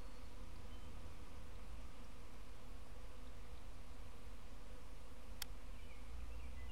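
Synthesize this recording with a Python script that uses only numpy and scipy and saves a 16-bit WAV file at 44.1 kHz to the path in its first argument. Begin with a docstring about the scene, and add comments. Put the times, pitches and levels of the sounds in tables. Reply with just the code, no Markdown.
"""Bee swarm in a bush

Dozens of bees circle a bush some metres away, their wingbeats merging into a faint hum. Under it lie
a rumble, drones like far-off engines and an even hiss; leaves stir and settle. Distant birds chip and
whistle through the trees, and late on the plastic catch of a hand-held camera gives one sharp click."""
import sys
import numpy as np
from scipy import signal
from scipy.fft import rfft, irfft, next_fast_len
from scipy.io import wavfile

SR = 44100
rng = np.random.default_rng(int(sys.argv[2]) if len(sys.argv) > 2 else 0)


def wav_out(sig):
    """Save sig, one row per channel (or a flat mono array), as 16-bit PCM at SR to the path in sys.argv[1]."""
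    wavfile.write(sys.argv[1], SR, np.round(np.clip(np.atleast_2d(sig).T, -1, 1) * 32767).astype(np.int16))


N = 295911
TIME = np.arange(N) / SR


def from_db(db):
    """Decibels to gain."""
    return 10 ** (np.asarray(db) / 20)


def rms_one(x):
    """Scale to unit rms."""
    return x / np.sqrt(np.mean(x ** 2) + 1e-20)


def in_time(points):
    """Draw an automation curve through (seconds, value) points."""
    return np.interp(TIME, *np.transpose(points))


def at_hz(points, hz):
    """Read an EQ curve on a log-frequency axis."""
    points_hz, points_db = np.transpose(points)
    return np.interp(np.log(hz), np.log(points_hz), points_db)


def drift(rate_hz):
    """Smooth random modulation with a spread of 1: noise twice through a one-pole low-pass."""
    hop = 100
    pole = np.exp(-2 * np.pi * rate_hz * hop / SR)
    noise = rng.standard_normal(N // hop + 1002)
    slow = signal.lfilter([1], [1, -2 * pole, pole * pole], noise)[1000:]
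    return np.interp(np.arange(N) / hop, np.arange(len(slow)), rms_one(slow))


def band_noise(low_hz, high_hz):
    """White noise through a band-pass."""
    band = signal.butter(2, [low_hz, high_hz], "band", fs=SR, output="sos")
    return signal.sosfilt(band, rng.standard_normal(N + SR // 4))[SR // 4:]


def low_cut(x, hz, order=2):
    """Roll off the lows."""
    return signal.sosfilt(signal.butter(order, hz, "high", fs=SR, output="sos"), x)


def bees(wingbeat_hz=249.9, spread=.045, strays=.07, wander=.025, swell_db=2.5, count=28):
    """Each bee's wingbeat wavers as it turns and swells as it nears; a few stray from the common pitch."""
    # The nasal colour all bees share through the leaves. Each row: frequency in Hz, gain in dB.
    buzz_eq = [(245, 0.5), (380, -7.5), (465, 0.5), (520, -1), (750, -17.5), (930, -3.5), (1030, -5),
               (1140, -0.5), (1270, -6), (1350, -12), (1800, -17.5), (2500, -13), (4000, -22.5)]
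    hum, size = np.zeros(N), 2048
    for detune in np.linspace(-1, 1, count):
        stroke = irfft(np.r_[0, np.exp(2j * np.pi * rng.random(16))], size)  # one beat, 16 harmonics
        pitch = wingbeat_hz * (1 + spread * detune + strays * detune ** 3 + wander * drift(1.0))
        beats = np.cumsum(pitch) / SR
        hum += stroke[(beats * size).astype(int) % size] * from_db(swell_db * drift(1.95))
    padded = next_fast_len(N)
    colour = from_db(at_hz(buzz_eq, np.fft.rfftfreq(padded, 1 / SR) + 1))
    return rms_one(irfft(rfft(hum, padded) * colour, padded)[:N])


def swarm(level_db=-66.5, rise_db_per_s=0.34, edge_hz=700):
    """The body of the hum creeps up; its nasal edge is strongest early, when the bees fly hardest."""
    # High shelf that gives the buzz its edge. Each row: time in seconds, gain in dB.
    edge_curve = [(0, 0.5), (1.9, 2), (2.3, -0.5), (5.4, -5), (6.71, -4)]
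    hum = bees()
    edge = (from_db(in_time(edge_curve)) - 1) * low_cut(hum, edge_hz, order=1)
    return from_db(level_db + rise_db_per_s * TIME) * (hum + edge)


def rumble(level_db=-59.5, bump_s=5.5, bump_width_s=0.029, bump_db=8.5):
    """Shapeless deep outdoor noise with one soft bump."""
    bump = np.exp(-((TIME - bump_s) / bump_width_s) ** 2)
    return from_db(level_db + bump_db * bump) * rms_one(band_noise(14, 62))


def air(murmur_db=-73, rush_db=-66, rush_s=0.95, rush_width_s=0.54):
    """A steady murmur of moving air, and a soft low rush that swells once and ebbs."""
    swell = 1 / np.sqrt(1 + ((TIME - rush_s) / rush_width_s) ** 2)
    murmur = from_db(murmur_db) * rms_one(band_noise(85, 230))
    rush = from_db(rush_db) * swell * rms_one(band_noise(140, 320))
    return murmur + rush


def hiss(level_db=-65.5, flicker_db=0.66):
    """An even bed of narrow noise bands, each barely stirring."""
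    # The tone of the open air. Each row: frequency in Hz, relative noise density in dB.
    air_eq = [(60, 19.5), (130, 2), (200, 6), (360, 6.5), (650, 8.5), (1150, 3.5), (1650, 0.5), (2500, 2),
              (3500, -3.5), (5000, -4.5), (7400, -10), (8700, -6), (11500, -13.5), (15500, -18.5)]
    edges = np.geomspace(60, 17000, 34)
    bed = np.zeros(N)
    for low, high in zip(edges, edges[1:]):
        band_db = at_hz(air_eq, np.sqrt(low * high))
        bed += band_noise(low, high) * from_db(band_db + flicker_db * drift(5.6))
    return from_db(level_db) * rms_one(bed)


def drone(hz, wander_hz, db, throb_db=2.5):
    """A low tone that wavers and throbs."""
    tone = np.sin(2 * np.pi * np.cumsum(hz + wander_hz * drift(3.2)) / SR)
    return from_db(db) * rms_one(tone * from_db(throb_db * drift(4.2)))


def drones(rev_s=5.75, rev_length_s=0.684, rev_hz=6.3, rev_db=10.5):
    """Low tones like far-off engines: two hold, one revs up near the end, one comes and goes."""
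    # Fader ride on the upper drone. Each row: time in seconds, gain in dB.
    upper_swell = [(0, -1.5), (1, 3), (1.9, -5.5), (2.6, -5.5), (3.3, -6.5), (4, 3.5), (4.7, -7), (5.3, -3),
                   (6.71, -5)]
    rev = np.clip((TIME - rev_s) / rev_length_s, 0, 1)
    revving = from_db(rev_db * rev) * drone(53 + rev_hz * rev, wander_hz=2.31, db=-61)
    deep = drone(35, wander_hz=1.765, db=-60.5)
    faint = drone(138, wander_hz=1.92, db=-79.5)
    upper = from_db(in_time(upper_swell)) * drone(80.3, wander_hz=1.22, db=-63.5)
    return deep + faint + revving + upper


def leaves(level_db=-79, fade_db_per_s=5, flutter_db=3.5):
    """Foliage stirs with a faint fluttering sizzle, then settles."""
    envelope = from_db(level_db - fade_db_per_s * TIME + flutter_db * drift(19))
    return envelope * rms_one(band_noise(3800, 6500))


def bird_note(start, length, first_hz, middle_hz, last_hz, db, waver):
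    """A whistle that swells and fades softly while it glides through three pitches."""
    out = np.zeros(N)
    span = (TIME >= start) & (TIME < start + length)
    progress = (TIME[span] - start) / length
    pitch = np.interp(progress, [0, .5, 1], [first_hz, middle_hz, last_hz]) * waver[span]
    envelope = from_db(db) * np.abs(np.sin(np.pi * progress)) ** 1.5
    out[span] = envelope * np.sin(2 * np.pi * np.cumsum(pitch) / SR)
    return out


def birds(chip_length_s=0.0128, chip_fall=0.11):
    """Pure held whistles, rasping chips that fall in pitch and, near the end, a warbled song."""
    # Held whistles. Each row: start in seconds, length in seconds, pitch in Hz, level in dB.
    whistle_notes = [(-.15, 0.42, 4380, -77), (0.133, 0.068, 4380, -78), (0.239, 0.043, 4385, -74),
                     (0.692, 0.11, 3075, -64.5), (5.9, 0.12, 2170, -69.5), (6.02, 0.15, 2155, -77),
                     (6.545, 0.12, 2014, -63)]
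    # Short chips. Each row: start in seconds, centre pitch in Hz, level in dB.
    chip_notes = [(.555, 4550, -63.5), (1.551, 3930, -65), (2.041, 5420, -65.5), (3.268, 3630, -63),
                  (3.571, 3870, -63.5), (6.2, 2480, -63)]
    # Slurred song. Each row: start and length in seconds, first, middle and last pitch in Hz, level in dB.
    song_notes = [(5.72, 0.065, 3300, 2850, 2420, -70), (5.777, 0.04, 2400, 2320, 2230, -63.5),
                  (5.81, 0.063, 3200, 2960, 2970, -66), (5.883, .04, 2460, 2430, 2370, -64),
                  (5.899, .045, 2425, 2284, 2140, -61.5), (6.297, 0.073, 2570, 2695, 2900, -65.5),
                  (6.389, 0.029, 2910, 2780, 2570, -65), (6.408, 0.07, 2600, 2330, 2220, -62.5),
                  (6.676, 0.062, 2990, 2790, 2720, -61)]
    held = 1 + 0.0029 * drift(54)
    unsteady = 1 + 0.0085 * drift(68)
    rasp = 1 + 0.07 * rms_one(band_noise(200, 900))
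    whistles = sum(bird_note(s, length, hz, hz, hz, db, held) for s, length, hz, db in whistle_notes)
    chips = sum(bird_note(s, chip_length_s, hz * (1 + chip_fall), hz, hz * (1 - chip_fall), db, rasp)
                for s, hz, db in chip_notes)
    song = sum(bird_note(*row, unsteady) for row in song_notes) * from_db(0.5 * drift(45))
    return whistles + chips + song


def woods(x, scatter_db=-4.5, t60=1.0, build_s=0.012):
    """Trunks and foliage add a scattered tail that builds up and fades smoothly."""
    age = TIME[:SR]
    tail = rng.standard_normal(SR) * from_db(-60 * age / t60) * (1 - np.exp(-age / build_s))
    return x + from_db(scatter_db) * signal.fftconvolve(x, tail / np.linalg.norm(tail))[:N]


def camera_shell(force):
    """A knock sets the plastic shell ringing briefly; it is too small to radiate bass."""
    # Shell resonances. Each row: frequency in Hz, gain in dB, time to fall 60 dB in seconds.
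    modes = [(810, -26.5, 0.041), (1370, -28, 0.026), (1690, -19, 0.01), (1995, -25, 0.026),
             (2620, -25, 0.028), (3127, -16, 0.0098), (3300, -7.5, 0.0067), (3670, -10, 0.003),
             (4420, -16.5, 0.01), (5370, -10, 0.0046), (5840, -15.5, 0.006), (7100, -10, 0.0016),
             (9050, -8, 0.002), (11200, -2.5, 0.001), (14363, -14, 0.0024)]
    shell = np.zeros(N)
    for k, (hz, db, t60) in enumerate(modes):
        decay, angle = from_db(-60 / (t60 * SR)), 2 * np.pi * hz / SR
        ring = signal.lfilter([0, np.sin(angle)], [1, -2 * decay * np.cos(angle), decay ** 2], force)
        shell += (-1) ** k * from_db(db) * ring
    return low_cut(shell, 490)


def camera_click(gain_db=-3.1, scrape_s=0.0011, scrape_db=-13, crack_db=-4.8):
    """A plastic catch snaps over in a quick run of contacts; each cracks, scrapes and rings the shell."""
    # The catch touches, slips, grinds, strains, snaps over, scuffs, seats and rebounds.
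    # Each row: start in seconds, strength in dB, brightness in Hz.
    contacts = [(5.41586, -37, 2000), (5.41863, -15, 700), (5.41946, -19, 1600), (5.42044, -31, 14000),
                (5.42144, -18, 18000), (5.42329, -25, 3900), (5.42465, -22.5, 5200), (5.4463, -37, 1800)]
    force, scrape = np.zeros(N), np.zeros(N)
    grit = rng.standard_normal(N)
    for s, db, bright_hz in contacts:
        start = round(s * SR)
        age = TIME[:N - start]
        tap_and_rub = np.array([age == 0, grit[start:] * np.exp(-age / scrape_s)]) + 1e-18
        softness = np.exp(-2 * np.pi * bright_hz / SR)
        tap, rub = from_db(db) * signal.lfilter([1 - softness], [1, -softness], tap_and_rub)
        force[start:] += tap
        scrape[start:] += rub
    crack = low_cut(from_db(crack_db) * force + from_db(scrape_db) * scrape, 1190)
    return from_db(gain_db) * (camera_shell(force) + crack)


def scene():
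    """The mono mix: swarm over the outdoor bed, birds set back in the woods, the click dry."""
    mix = swarm() + air() + rumble() + hiss() + drones() + leaves() + woods(birds()) + camera_click()
    return mix[None]


def record(dry, cutoff_hz=15900, bias=.0066):
    """The converter cuts the top steeply and adds a small constant bias."""
    return bias + signal.sosfilt(signal.ellip(10, .1, 80, cutoff_hz, fs=SR, output="sos"), dry)


dry = scene()
out = record(dry)
wav_out(out)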